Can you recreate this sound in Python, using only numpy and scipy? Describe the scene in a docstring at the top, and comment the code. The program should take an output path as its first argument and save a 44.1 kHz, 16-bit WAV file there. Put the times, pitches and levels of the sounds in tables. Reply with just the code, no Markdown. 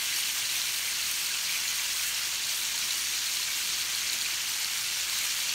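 """Chicken and onions sizzle in a hot pan, close up in a quiet kitchen.
Countless tiny steam bubbles merge into a hiss; nearer ones crackle and ring, and a few pop loudly.
Fat snaps, steam trapped under the meat escapes in short spurts, droplets flash into spray
and slow bubbles blip in the juices. Room rumble and a mains hum lie faintly underneath."""
import sys
import numpy as np
from scipy import signal
from scipy.fft import rfft, irfft
from scipy.io import wavfile

SR = 44100
rng = np.random.default_rng(int(sys.argv[2]) if len(sys.argv) > 2 else 0)


def log_audio(samples):
    """Write samples as a 16-bit WAV file to the path given in sys.argv[1]."""
    # one column per channel
    frames = np.atleast_2d(samples).T
    # limit to full scale, then quantise
    limited = np.clip(frames, -1, 1)
    pcm = np.round(limited * 32767).astype(np.int16)
    wavfile.write(sys.argv[1], SR, pcm)


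N = 244314
TIME = np.arange(N) / SR
FREQS = np.fft.rfftfreq(N, 1 / SR)


def hiss(flutter_db=0.9):
    """Bubbles too small and too many to tell apart: the bed of the sizzle."""
    return unit_rms(rng.standard_normal(N) * gain_of(flutter_db * wander(rate_hz=25)))


def crackle():
    """Oil films snap: dry ticks with hardly any pitch."""
    return bubble_cloud(base_per_s=90, ring_cycles=1.32, rise_cycles=0.6, spread_db=3.0, clump=0.5,
                        low_hz=653, high_hz=17400, sizes=14)


def bubbling():
    """Wet cavities between the pieces ring in clumps; a few near ones sing on for some milliseconds."""
    fizz = bubble_cloud(base_per_s=75, ring_cycles=6.5, rise_cycles=2.6, spread_db=1.5, clump=0.9,
                        low_hz=810, high_hz=15350, sizes=30)
    plinks = bubble_cloud(base_per_s=7, ring_cycles=76, rise_cycles=5.1, spread_db=1.0, clump=1.05,
                          low_hz=857.6, high_hz=13970, sizes=72)
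    return unit_rms(fizz + gain_of(-2.0) * plinks)


def bubble_cloud(base_per_s, ring_cycles, rise_cycles, spread_db, clump, low_hz, high_hz, sizes):
    """Bubbles of many sizes; each size bursts in its own fits and starts, small ones more often."""
    out = np.zeros(N)
    knots_s = np.arange(0, N / SR, 0.02)
    for step in (np.arange(sizes) + rng.uniform(0.25, 0.75, sizes)) / sizes:
        pitch_hz = low_hz * (high_hz / low_hz) ** step
        activity = np.interp(TIME, knots_s, np.exp(clump * rng.standard_normal(len(knots_s))))
        clicks = random_clicks(base_per_s * np.sqrt(pitch_hz / low_hz) * activity, spread_db)
        ringing = unit_rms(cavity(clicks, pitch_hz, ring_cycles, rise_cycles))
        out += np.sqrt(pitch_hz) * ringing  # small bubbles cover a wider band
    return unit_rms(out)


# Tone curve of the sizzle: freq_hz, gain_db
SIZZLE_EQ = [(150, -37), (480, -14), (750, -12.5), (1000, -11), (1500, -5), (2300, -0.45), (2900, 0.5),
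             (4300, -1), (6300, 1.9), (8400, -3.5), (9800, -7.5), (12500, -9), (15800, -9)]
# The pan's resonances and the hollows between them: centre_hz, width_hz, gain_db
PAN_RESONANCES = [(965, 36, 1.5), (1320, 42, -2.5), (1630, 80, 0.5), (1840, 190, -1.5), (2350, 72, 0.6),
                  (2530, 66, -2), (2750, 220, 0.6), (3760, 120, -1), (4260, 640, 3), (4990, 175, -3),
                  (7660, 250, -2.5), (10490, 310, -5), (13800, 300, -0.5)]
# Slow drift as the microphone moves over the pan, before trims: time_s, low_db, middle_db, treble_db
SIZZLE_DRIFT = [(0.0, -36, -33.5, -34.5), (0.18, -36, -33, -35.5), (0.96, -36.5, -33.5, -36.5),
                (1.5, -36, -33, -36.5), (2.3, -36.5, -33.5, -37.5), (3.16, -37, -32.5, -36.5),
                (4.3, -36.5, -33.5, -38), (5.05, -36.5, -33, -37.5), (5.2, -36, -32.5, -36),
                (5.54, -36.5, -32.7, -36.5)]


def pan(frying, low_trim_db=-0.06, middle_trim_db=-0.26, treble_trim_db=-0.5, treble_waver_db=0.76):
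    """The pan colours the frying; its lows, middle and top treble each drift in level."""
    resonance_db = sum(db * np.exp(-((FREQS - hz) / width) ** 2) for hz, width, db in PAN_RESONANCES)
    sizzle = equalise(frying, eq_curve(SIZZLE_EQ) + resonance_db)
    upper = highpass(sizzle, 3390, fade_hz=300)
    treble = highpass(sizzle, 7880, fade_hz=1000)
    time_s, *band_levels = np.transpose(SIZZLE_DRIFT)
    low_db, middle_db, treble_db = (np.interp(TIME, time_s, db) for db in band_levels)
    treble_db += treble_waver_db * wander(rate_hz=6.2)  # the top treble wavers slightly at random
    return (unit_rms(sizzle - upper) * gain_of(low_db + low_trim_db)
            + unit_rms(upper - treble) * gain_of(middle_db + middle_trim_db)
            + unit_rms(treble) * gain_of(treble_db + treble_trim_db))


# Single loud bubbles bursting: start_s, peak_db, pitch_hz
LOUD_POPS = [(.1724, -23, 4510), (.6171, -19.5, 4100), (1.0284, -21.5, 4210), (1.68, -23.5, 4120),
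             (1.7964, -25.5, 2330), (2.4938, -21.5, 4600), (2.7786, -22, 4120), (3.37, -20, 4240),
             (3.4337, -25, 4390), (3.7354, -22.5, 4410), (3.9498, -20.5, 4220), (4.017, -24, 4100),
             (4.071, -24, 4350), (4.0988, -20, 4260), (4.1322, -24, 4030), (4.2135, -22, 4450),
             (4.6458, -19.5, 4270), (5.4926, -21, 4440)]


def pops():
    """A large bubble opens and its cavity rings briefly: a tight, pitched tick."""
    return bursts(LOUD_POPS + small_pops(), ring_cycles=5.2, rise_cycles=1.3)


def small_pops(per_s=14, peak_db=-27, spread_db=1.5, pitch_hz=4260, spread_octaves=0.14):
    """Lesser bubbles of much the same size burst at random; returns rows like LOUD_POPS."""
    rows = []
    for _ in range(round(per_s * N / SR)):
        start_s = rng.uniform(0, N / SR)
        db = peak_db + spread_db * rng.uniform(-1, 1)
        hz = pitch_hz * 2 ** (spread_octaves * rng.uniform(-1, 1))
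        rows.append((start_s, db, hz))
    return rows


# Drops of fat snapping, before the bass cut: start_s, peak_db, brightness_hz
FAT_SNAPS = [(.3533, -22, 5200), (.6953, -19.5, 4000), (.8391, -21.5, 5400), (1.098, -22, 4700),
             (1.1154, -20, 9500), (1.7962, -22, 3600), (2.0348, -19.5, 5300), (2.133, -22, 5500),
             (2.4712, -20, 8500), (2.7787, -16.5, 7500), (2.9417, -20.5, 5000), (4.0988, -17, 4800),
             (4.1322, -14, 4600), (4.1442, -19, 5300), (4.3704, -21, 4200), (4.5187, -19.5, 4300),
             (4.8516, -20, 5800), (5.1826, -22, 5700), (5.1877, -15.5, 9300), (5.2154, -18.5, 6600),
             (5.2687, -21.5, 4700), (5.3185, -17.5, 3600)]


def snaps():
    """A skin of fat tears open: a bright click of one or two cycles."""
    clicks = bursts(FAT_SNAPS, ring_cycles=1.0, rise_cycles=0.15)
    return highpass(clicks, 1500, fade_hz=2400)  # the drops are too small to give any bass


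# Steam sputtering out from under the meat: centre_s, level_db, pitch_hz
STEAM_SPURTS = [(.128, -37, 2150), (.237, -31.5, 2870), (.273, -32, 3960), (.555, -33.5, 2350),
                (.882, -32.5, 2330), (1.499, -31.5, 2370), (1.561, -32, 2310), (1.999, -34, 2480),
                (2.148, -29, 5290), (2.9095, -28, 3960), (4.226, -32, 6820), (4.261, -33.5, 2400),
                (5.526, -33, 2630)]


def spurts(length_cycles=47):
    """A puff of steam swells and fades in a narrow wet gap that gives it a fuzzy pitch."""
    out = np.zeros(N)
    from_centre_s = TIME[:SR // 10] - 0.05
    for centre_s, level_db, pitch_hz in STEAM_SPURTS:
        length_s = length_cycles / pitch_hz  # wider gaps sound lower and take longer to empty
        envelope = np.exp(-2 * (2 * from_centre_s / length_s) ** 2)
        noise = rng.standard_normal(len(envelope))
        steam = envelope * cavity(noise, pitch_hz, ring_cycles=12, rise_cycles=4)
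        steam *= np.linalg.norm(envelope) / np.linalg.norm(steam)
        add(out, centre_s + from_centre_s[0], gain_of(level_db) * steam)
    return out


# Droplets hitting the hot oil: centre_s, level_db, length_s
DROPLET_FLARES = [(1.114, -29, .003), (2.077, -34.5, .08), (2.761, -36, .012), (2.79, -37, .022),
                  (2.958, -33, .004), (4.134, -34, 0.031), (5.188, -26, .002), (5.248, -33.5, .015)]


def flares():
    """A droplet flashes into fine spray with a short, bright hiss."""
    envelope = sum(gain_of(db) * swell(centre_s, length_s) for centre_s, db, length_s in DROPLET_FLARES)
    sizzle = equalise(rng.standard_normal(N), eq_curve(SIZZLE_EQ))
    return envelope * unit_rms(highpass(sizzle, 6600, fade_hz=2000))


# Big, slow bubbles in the juices under the meat: start_s, peak_db, pitch_hz
JUICE_BLIPS = [(.576, -50, 730), (1.308, -37, 1630), (2.214, -39, 1420), (2.636, -46, 905),
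               (2.744, -42.5, 920), (3.396, -43, 1030), (5.127, -41, 1080), (5.250, -41, 1200)]


def blips():
    """A bubble wells up with a soft, low note; wet bubbles ring longer than dry ones."""
    return bursts(JUICE_BLIPS, ring_cycles=7.5, rise_cycles=1.5)


# Tone curve of the kitchen's rumble: freq_hz, gain_db
RUMBLE_EQ = [(10, -18), (25, -19), (37, 3), (50, -1), (75, 3), (110, 4.5), (180, 7), (270, 3), (340, 6),
             (450, -6), (900, -11.5), (3000, -32)]
# Soft swells of microphone handling noise: centre_s, boost_db, length_s
HANDLING_SWELLS = [(2.75, 3, 0.19), (3.68, 3.5, 0.32), (4.2, 2, 0.37)]


def rumble(base_db=-61):
    """Low room tone, with a few soft swells of microphone handling noise."""
    handling_db = sum(db * swell(centre_s, length_s) for centre_s, db, length_s in HANDLING_SWELLS)
    low_noise = unit_rms(equalise(rng.standard_normal(N), eq_curve(RUMBLE_EQ)))
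    return gain_of(base_db + handling_db) * low_noise


# Mains hum and appliance motors: pitch_hz, rms_db, waver_db
HUM_TONES = [(59.4, -66, 1.3), (100, -70, 2.5), (118.9, -73, 2), (237, -72.5, 2.5), (328, -75, 3.5),
             (355.3, -70.5, 2.8)]


def hum():
    """The mains and the motors drone in faint pure tones, each wavering in level."""
    out = np.zeros(N)
    for pitch_hz, rms_db, waver_db in HUM_TONES:
        amplitude = np.sqrt(2) * gain_of(rms_db + waver_db * wander(rate_hz=6))
        out += amplitude * np.sin(2 * np.pi * (pitch_hz * TIME + rng.random()))
    return out


def bursts(rows, ring_cycles, rise_cycles):
    """One opened bubble per row: a sine that swells over rise_cycles and decays over ring_cycles."""
    out = np.zeros(N)
    for start_s, peak_db, pitch_hz in rows:
        cycles = pitch_hz * TIME[:SR // 20]
        envelope = (1 - np.exp(-cycles / rise_cycles)) * np.exp(-cycles / ring_cycles)
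        tone = envelope * np.sin(2 * np.pi * cycles)
        add(out, start_s, gain_of(peak_db) * tone / abs(tone).max())
    return out


def cavity(x, pitch_hz, ring_cycles, rise_cycles):
    """A pocket of steam driven by x: one damped resonance sets the tail, a second softens the attack."""
    for cycles in (ring_cycles, rise_cycles):
        decay_s = max(cycles / np.pi / pitch_hz, 1 / SR)
        pole = np.exp((-1 / decay_s + 2j * np.pi * pitch_hz) / SR)
        x = signal.lfilter([1], [1, -pole], x).real
    return x


def random_clicks(per_s, spread_db, max_spreads=2.7):
    """Scattered clicks of either sign, mostly small, a few large."""
    clicks = np.zeros(N)
    draw = rng.random(N) * SR / per_s
    hits = np.flatnonzero(draw < 1)
    strength = np.minimum(-np.log(draw[hits] + 1e-12), max_spreads)
    clicks[hits] = (-1.0) ** hits * gain_of(spread_db * strength)
    return clicks


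def wander(rate_hz):
    """Slow random modulation of rms 1, moving at up to about rate_hz."""
    spectrum = rfft(rng.standard_normal(N)) * (FREQS > 0)
    return unit_rms(irfft(spectrum / (1 + (FREQS / rate_hz) ** 4), N))


def swell(centre_s, length_s):
    """A bell-shaped envelope with peak 1."""
    return np.exp(-(2 * (TIME - centre_s) / length_s) ** 2)


def eq_curve(points):
    """A response in dB, joining the points on a log-frequency axis."""
    hz, db = np.transpose(points)
    return np.interp(np.log(FREQS + 1), np.log(hz + 1), db)


def equalise(x, response_db):
    """Minimum-phase EQ, so that clicks keep their sharp attack."""
    log_gain = np.log(gain_of(response_db))
    cepstrum = irfft(log_gain, N)
    phase = rfft(cepstrum * np.sign(N / 2 - np.arange(N))).imag
    return irfft(rfft(x) * np.exp(log_gain + 1j * phase), N)


def highpass(x, cutoff_hz, fade_hz):
    """The part of a sound above cutoff_hz, faded in over fade_hz."""
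    return irfft(rfft(x) * np.clip((FREQS - cutoff_hz) / fade_hz + 0.5, 0, 1), N)


def gain_of(db):
    """Decibels to amplitude."""
    return 10 ** (np.asarray(db) / 20)


def unit_rms(x):
    """Scales to rms 1."""
    return x / np.sqrt(np.mean(x ** 2) + 1e-20)


def add(mix, start_s, sound):
    """Mixes a sound in at start_s."""
    part = mix[max(round(start_s * SR), 0):][:len(sound)]
    part += sound[:len(part)]


def scene():
    """The frying pan in its kitchen: close, dry and mono."""
    frying = gain_of(-7.0) * hiss() + gain_of(-5.0) * crackle() + gain_of(-5.0) * bubbling()
    spits = pops() + blips() + snaps() + spurts() + flares()
    return (pan(frying) + spits + rumble() + hum())[None]


def record(dry):
    """A steep low-pass takes off the very top of the treble."""
    cutoff_hz = 15740
    lowpass = signal.firwin(1023, cutoff_hz, window=("kaiser", 9), fs=SR)
    return signal.oaconvolve(dry, lowpass[None], "same")


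dry = scene()
out = record(dry)
log_audio(out)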